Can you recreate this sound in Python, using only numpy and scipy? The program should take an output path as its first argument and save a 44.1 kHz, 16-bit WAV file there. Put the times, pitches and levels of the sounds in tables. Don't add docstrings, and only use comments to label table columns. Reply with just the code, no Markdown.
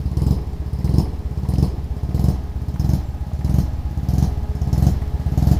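import sys
import numpy as np
from scipy import signal
from scipy.fft import rfft, irfft
from scipy.io import wavfile
from scipy.ndimage import uniform_filter1d

SR = 44100
rng = np.random.default_rng(int(sys.argv[2]) if len(sys.argv) > 2 else 0)


def materialize(psi):
    bounded = np.clip(np.atleast_2d(psi).T, -1, 1)
    quanta = np.round(bounded * 32767).astype(np.int16)
    wavfile.write(sys.argv[1], SR, quanta)


N = 246519
TIME = np.arange(N) / SR


def from_db(db):
    return 10 ** (np.asarray(db) / 20)


def rms_one(x):
    return x / np.sqrt(np.mean(x ** 2) + 1e-20)


def noise(spectrum):
    hz, db = np.transpose(spectrum)
    f = np.arange(N // 2 + 1) * SR / N + 1e-3
    roll_off = 1 / (1 + (hz[0] / f) ** 8) / (1 + (f / hz[-1] / 2) ** 8)
    colour = from_db(np.interp(np.log(f), np.log(hz), db))
    return rms_one(irfft(rfft(rng.standard_normal(N)) * roll_off * colour, N))


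def drift(rate):
    knots = rng.standard_normal(4000)
    return rms_one(np.interp(TIME * rate, np.arange(len(knots)), knots))


def delayed(x, ms):
    return np.interp(TIME - ms / 1000, TIME, x, left=0)


def resonance(x, hz, width_hz):
    r = np.exp(-np.pi * width_hz / SR)
    poles = [1, -2 * r * np.cos(2 * np.pi * hz / SR), r * r]
    return signal.lfilter(np.array([1, 0, -1]) * (1 - r * r) / 2, poles, x)


def narrow_noise(hz, width_hz):
    return rms_one(resonance(resonance(rng.standard_normal(N), hz, width_hz), hz, width_hz))


def impulses(times, heights):
    train = np.zeros(N)
    np.add.at(train, np.clip(np.round(times * SR).astype(int), 0, N - 1), heights)
    return train + 1e-18


def bursts(times, db, rise_s, t60):
    fall, rise = from_db(-60 / (t60 * SR)) ** 2, np.exp(-1 / (rise_s * SR))
    decays = signal.lfilter([1], [1, -fall], impulses(times, from_db(db) ** 2))
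    return signal.lfilter([1 - rise], [1, -rise], decays)


# time in seconds, nearness (0 far, 1 close), level of the rush in dB.
LISTENER_PATH = [(0, 0.08, -35.5), (1.7, 0.24, -35), (2.7, 0.89, -35.5), (4, 0.94, -34.5), (5.6, 1, -32)]

def walk():
    s, near, rush_db = np.transpose(LISTENER_PATH)
    return np.interp(TIME, s, near), np.interp(TIME, s, rush_db)


# frequency in Hz, relative spectral density in dB.
RUSH_SPECTRUM = [(25, 13), (70, 12.5), (130, 15), (260, 5.5), (400, -6), (520, -6), (850, -5.5),
                 (1400, -17), (1800, -15.5), (2600, -21), (5200, -23), (8000, -32), (15000, -31)]

def bay_rush(level_db):
    return from_db(level_db) * noise(RUSH_SPECTRUM)


# harmonic number, far level in dB, close level in dB.
WHINE_HARMONICS = [(2, -49.5, -51), (3, -60, -57.5), (4, -71.5, -51.5), (5, -62.5, -68), (6, -69.5, -61),
                   (8, -86, -64)]
# time in seconds, gain in dB.
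LOWEST_PARTIAL_FADE = [(2.4, 1.5), (3.1, -5.5), (3.95, -13), (4.2, 5)]

def accessory_whine(near, base_hz=208.8, wander=0.00501, flutter_db=2, whistle_db=-75):
    phase = 2 * np.pi * np.cumsum(base_hz * (1 + wander * drift(20))) / SR
    partials = [from_db(far + near * (close - far) + flutter_db * drift(17)) * np.sin(k * phase)
                for k, far, close in WHINE_HARMONICS]
    fade = from_db(np.interp(TIME, *np.transpose(LOWEST_PARTIAL_FADE)))
    whistle = from_db(whistle_db) * narrow_noise(hz=7520, width_hz=14)
    return np.sqrt(2) * (fade * partials[0] + sum(partials[1:])) + whistle


# offset from a lope's start in ms, relative level in dB.
BACKLASH_IMPACTS = [(-37, -40.5), (31, -38), (213, -43)]
# start in seconds, relative level in dB.
STRAY_TICKS = [(5.016, -36.5), (5.211, -44.5)]
# frequency in Hz, relative spectral density in dB.
TICK_SPECTRUM = [(900, 26), (1500, 1.5), (2000, 12.5), (3100, -7.5), (4500, -11)]

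def ticks(level_db=-4, scatter_db=1.0):
    slack = [(start + ms / 1000, db - scatter_db * rng.standard_normal())
             for start, *_ in LOPES if start > 0 for ms, db in BACKLASH_IMPACTS]
    s, db = np.transpose(slack + list(STRAY_TICKS))
    return np.sqrt(bursts(s, db + level_db, rise_s=0.00042, t60=0.099)) * noise(TICK_SPECTRUM)


# start in seconds, level in dB, frequency in Hz, bandwidth in Hz.
LOOSE_PARTS = [(1.556, -36.5, 2700, 1600), (2.759, -35.5, 845, 800), (3.3165, -28, 520, 330)]

def knocks():
    return sum(np.sqrt(bursts(s, db, rise_s=0.00097, t60=0.021)) * narrow_noise(hz, width)
               for s, db, hz, width in LOOSE_PARTS)


def yard_echoes(x, level_db=-7.0, t60=0.33, first_s=0.009, band_hz=(116.5, 820)):
    t = TIME[:SR // 2]
    tail = rms_one(rng.standard_normal(len(t)) * from_db(-60 * t / t60) * (t > first_s))
    tail = signal.sosfilt(signal.butter(3, band_hz, "band", fs=SR, output="sos"), tail / np.sqrt(len(t)))
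    return from_db(level_db) * signal.fftconvolve(x, tail)[:N]


# start in seconds, relative level in dB, frequency in Hz.
LIP_CHIRPS = [(0.7876, -42, 5170), (0.981, -27, 5200), (1.5825, -31, 5100), (2.6835, -45, 5140),
              (2.795, -29, 6130), (2.8923, -32, 6360), (4.554, -43, 5380), (4.6179, -39, 5540),
              (4.729, -35, 6520), (4.866, -32, 6400)]

def chirps(level_db=-5, ring_db=-13):
    whistles = sum(np.sqrt(bursts(s, db + level_db, rise_s=0.00052, t60=0.036))
                   * narrow_noise(hz, width_hz=260) for s, db, hz in LIP_CHIRPS)
    s, db, _ = np.transpose(LIP_CHIRPS)
    ring_power = bursts(s, db + ring_db, rise_s=0.0058, t60=0.18)
    return whistles + np.sqrt(ring_power) * narrow_noise(hz=5300, width_hz=210)


# frequency in Hz, bandwidth in Hz, far and close gains in dB.
TAILPIPE_MODES = [(3063, 320, -23.5, -24), (4070, 39, -21.5, -22.5), (4420, 230, -24, -20.5),
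                  (4952, 110, -16, -24.5), (5190, 100, -16, -21.5), (5450, 160, -22, -19),
                  (6040, 270, -32, -21)]

def tailpipe_ring(fired, near):
    s, _, _, hiss_db = np.transpose(fired)
    modes = sum(from_db(far + near * (close - far)) * narrow_noise(hz, width)
                for hz, width, far, close in TAILPIPE_MODES)
    return np.sqrt(bursts(s, hiss_db, rise_s=0.001, t60=0.44)) * modes


def wavefronts(fired):
    s, thump_db, opening_ms, _ = np.transpose(fired)
    steep_db = thump_db - 20 * np.log10(opening_ms)
    return s, steep_db - steep_db.max()


# frequency in Hz, bandwidth in Hz, far and close levels in dB.
BOX_MODES = [(468.7, 4.5, -38.5, -43), (725.3, 7, -37, -36), (808, 9.3, -52, -43)]

def hollow_box(fired, near):
    s, steep_db = wavefronts(fired)
    strikes, out = impulses(s, from_db(steep_db)), 0
    for hz, width, far, close in BOX_MODES:
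        ring = resonance(strikes, hz, width) * SR / (2 * np.pi * width)
        out = out + from_db(far + near * (close - far)) * ring
    return out


def snaps(fired, level_db=-1, softening_db_per_ms=3):
    s, _, opening_ms, hiss_db = np.transpose(fired)
    snap_db = hiss_db + level_db - softening_db_per_ms * (opening_ms - 1)
    power = bursts(s - .0004, snap_db, rise_s=0.00031, t60=0.0054)
    return np.sqrt(power) * narrow_noise(hz=5500, width_hz=2600)


# delay in ms, gain as a ratio.
PIPE_ROUND_TRIPS = [(15.1, .62), (30.6, .12)]

def pipe_echoes(x):
    return sum(gain * delayed(x, ms) for ms, gain in PIPE_ROUND_TRIPS)


# frequency in Hz, far and close relative spectral densities in dB.
JET_SPECTRUM = [(1800, -50, 0.5), (2740, -49, -27), (3600, -11, -7), (4570, 7.5, 4.5), (5400, -3, 0.5),
                (6600, -2, 5), (8350, -4.5, -5.5), (9500, 2, -2), (11400, -5, 1), (13500, -2.5, 1),
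                (15600, -5, -5)]

def jet_noise(near, patchy_db=2.8):
    hz, far_db, close_db = np.transpose(JET_SPECTRUM)
    edges = np.geomspace(1600, 16000, 25)
    white, out = rng.standard_normal((2, N)), 0
    for k, (low, high) in enumerate(zip(edges, edges[1:])):
        far, close = (np.interp(np.log(low * high) / 2, np.log(hz), db) for db in (far_db, close_db))
        band = signal.sosfilt(signal.butter(2, [low, high], "band", fs=SR, output="sos"), white[k % 2])
        out = out + band * from_db(far + near * (close - far) + patchy_db * drift(26))
    return rms_one(out)


def spit(fired, near, crack_db=2.5, tail_db=-5, sputter_db=0.5, slow_crack_boost_db_per_ms=2.0):
    s, _, opening_ms, hiss_db = np.transpose(fired)
    boost_db = slow_crack_boost_db_per_ms * (opening_ms - 1)
    crack = bursts(s - .0012, hiss_db + crack_db + boost_db, rise_s=0.0015, t60=0.017)
    crack = crack + 0.029 * delayed(crack, PIPE_ROUND_TRIPS[0][0])
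    hard_db = 0.15 * (hiss_db - hiss_db.max())
    tail = bursts(s, hiss_db + hard_db + tail_db, rise_s=0.006, t60=0.24)
    jet = jet_noise(near)
    hiss = np.sqrt(crack + tail) * from_db(-sputter_db * drift(770) - 2.5) * jet
    return hiss + 0.11 * delayed(hiss, ms=0.73 * (1 + 0.44 * near))


# frequency in Hz, relative spectral density in dB.
BARK_SPECTRUM_FAR = [(120, 1), (230, 4.5), (310, 8.5), (380, 0.5), (470, 0.5), (560, -8), (850, -7),
                     (1150, -14.5), (1450, -59), (2400, -31)]
BARK_SPECTRUM_CLOSE = [(120, -42), (230, 3.5), (320, 0), (440, -20), (600, -6.5), (730, -6), (790, -7.5),
                       (1000, -19.5), (1450, -24), (2400, -30)]

def bark(fired, near, level_db=-21.0, tail_db=-12, far_db=3.5):
    s, steep_db = wavefronts(fired)
    direct = bursts(s - .0015, steep_db, rise_s=0.0037, t60=0.034)
    lingering = bursts(s, steep_db + tail_db, rise_s=0.014, t60=0.72)
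    far = np.sqrt(1 - near) * from_db(far_db) * noise(BARK_SPECTRUM_FAR)
    close = np.sqrt(near) * noise(BARK_SPECTRUM_CLOSE)
    return from_db(level_db) * np.sqrt(direct + pipe_echoes(direct) + lingering) * (far + close)


# relative thump level in dB, opening time in ms, relative hiss level in dB.
LOPE_FIRINGS = [(-10, 1.29, -37), (-10.5, 1.13, -38), (-8, 1.26, -35.5), (-7.5, 0.97, -33.5),
                (-10, 3.13, -60), (-11.5, 4.06, -56.5), (-15.5, 2, -53), (-7.5, 5.33, -57.5),
                (-10, 3.24, -56.5), (-17, 1.57, -48.5), (-12, 1.84, -45.5), (-15, 1.27, -46.5)]
# time into a lope of nominal length, in ms.
FIRING_TIMES_MS = [0, 48.6, 95.1, 138.3, 191.5, 239.5, 291, 349, 414, 471.5, 537, 594.6]
# start in seconds, then gains in dB for the hard thumps,
# the soft thumps, the hiss and the kick of the last hard firing.
LOPES = [(-0.42, 0, 0, 0, 0), (0.171, 0, -1.5, 0.3, -1), (0.845, -0.5, -1.2, -0.2, 1.5),
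         (1.489, -0.9, -1.5, -1, 1), (2.1466, 0, -1.5, -0.3, -0.5), (2.7969, -0.8, -2, -1.5, -0.4),
         (3.447, -0.2, 0, -0.9, -0.5), (4.0876, 0, 1.2, 0.9, -0.5), (4.73, 1.5, 2, 0.8, 0),
         (5.3765, 2.5, 2.5, 0.7, -0.5)]

def firings(lope_s=0.65, scatter_db=0.5, kick_steepening=0.64):
    thump_db, opening_ms, hiss_db = np.transpose(LOPE_FIRINGS)
    beats_s, order = np.array(FIRING_TIMES_MS) / 1000, np.arange(len(LOPE_FIRINGS))
    hard, last_hard = order < 4, order == 3
    surge_s, lead_s = beats_s[3], lope_s - beats_s[-2]
    nominal = [0, surge_s, lope_s - lead_s, lope_s]
    ends = [row[0] for row in LOPES[1:]] + [LOPES[-1][0] + lope_s]
    rows = []
    for (start, hard_db, soft_db, spit_db, kick_db), end in zip(LOPES, ends):
        s = np.interp(beats_s, nominal, [start, start + surge_s, end - lead_s, end])
        gain_db = np.where(hard, hard_db, soft_db + scatter_db * rng.standard_normal(len(s)))
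        kick = kick_db * last_hard
        opening = opening_ms * from_db(-kick_steepening * kick)
        rows += zip(s, thump_db + gain_db + kick, opening, hiss_db + spit_db + kick)
    return [row for row in rows if 0 < row[0] < TIME[-1]]


def gas_pulses(fired, closing_ratio=2.35):
    flow = np.zeros(N)
    for s, db, opening_ms, _ in fired:
        span = slice(max(0, int(s * SR) - SR // 40), int(s * SR) + SR // 20)
        age = (TIME[span] - s) * 1000 / opening_ms
        flow[span] -= from_db(db) * np.exp(-np.where(age < 0, age, age / closing_ratio) ** 2)
    return flow


# frequency in Hz, bandwidth in Hz, gain in dB.
FLOW_RESONANCES = [(22.9, 3, -3.5), (186.7, 78, 2.5), (305, 30, -5)]

def thumps(fired, boom_hz=74, boom_q=1.65, level_db=0.64, smear_s=0.0021, choke_db=-8):
    flow = gas_pulses(fired)
    rounded = uniform_filter1d(flow, int(smear_s * SR))
    rounded = from_db(choke_db) * np.tanh(rounded / from_db(choke_db))
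    flow = flow + pipe_echoes(rounded)
    flow = flow - 0.29 * delayed(flow, ms=4.57)
    omega = 2 * np.pi * boom_hz
    boom = signal.lfilter(*signal.bilinear([1, 0, 0], [1, omega / boom_q, omega ** 2], SR), flow)
    rings = sum(from_db(db) * resonance(flow, hz, width) for hz, width, db in FLOW_RESONANCES)
    return from_db(level_db) * (boom + rings)


def scene():
    near, rush_db = walk()
    fired = firings()
    thumping = thumps(fired)
    body = thumping + yard_echoes(thumping) + hollow_box(fired, near) + bark(fired, near)
    treble = spit(fired, near) + snaps(fired) + tailpipe_ring(fired, near) + chirps()
    engine_bay = bay_rush(rush_db) + accessory_whine(near) + ticks() + knocks()
    return (body + treble + engine_bay)[None]


def record(dry):
    return signal.sosfilt(signal.ellip(10, .1, 90, 15400, fs=SR, output="sos"), dry)


dry = scene()
out = record(dry)
materialize(out)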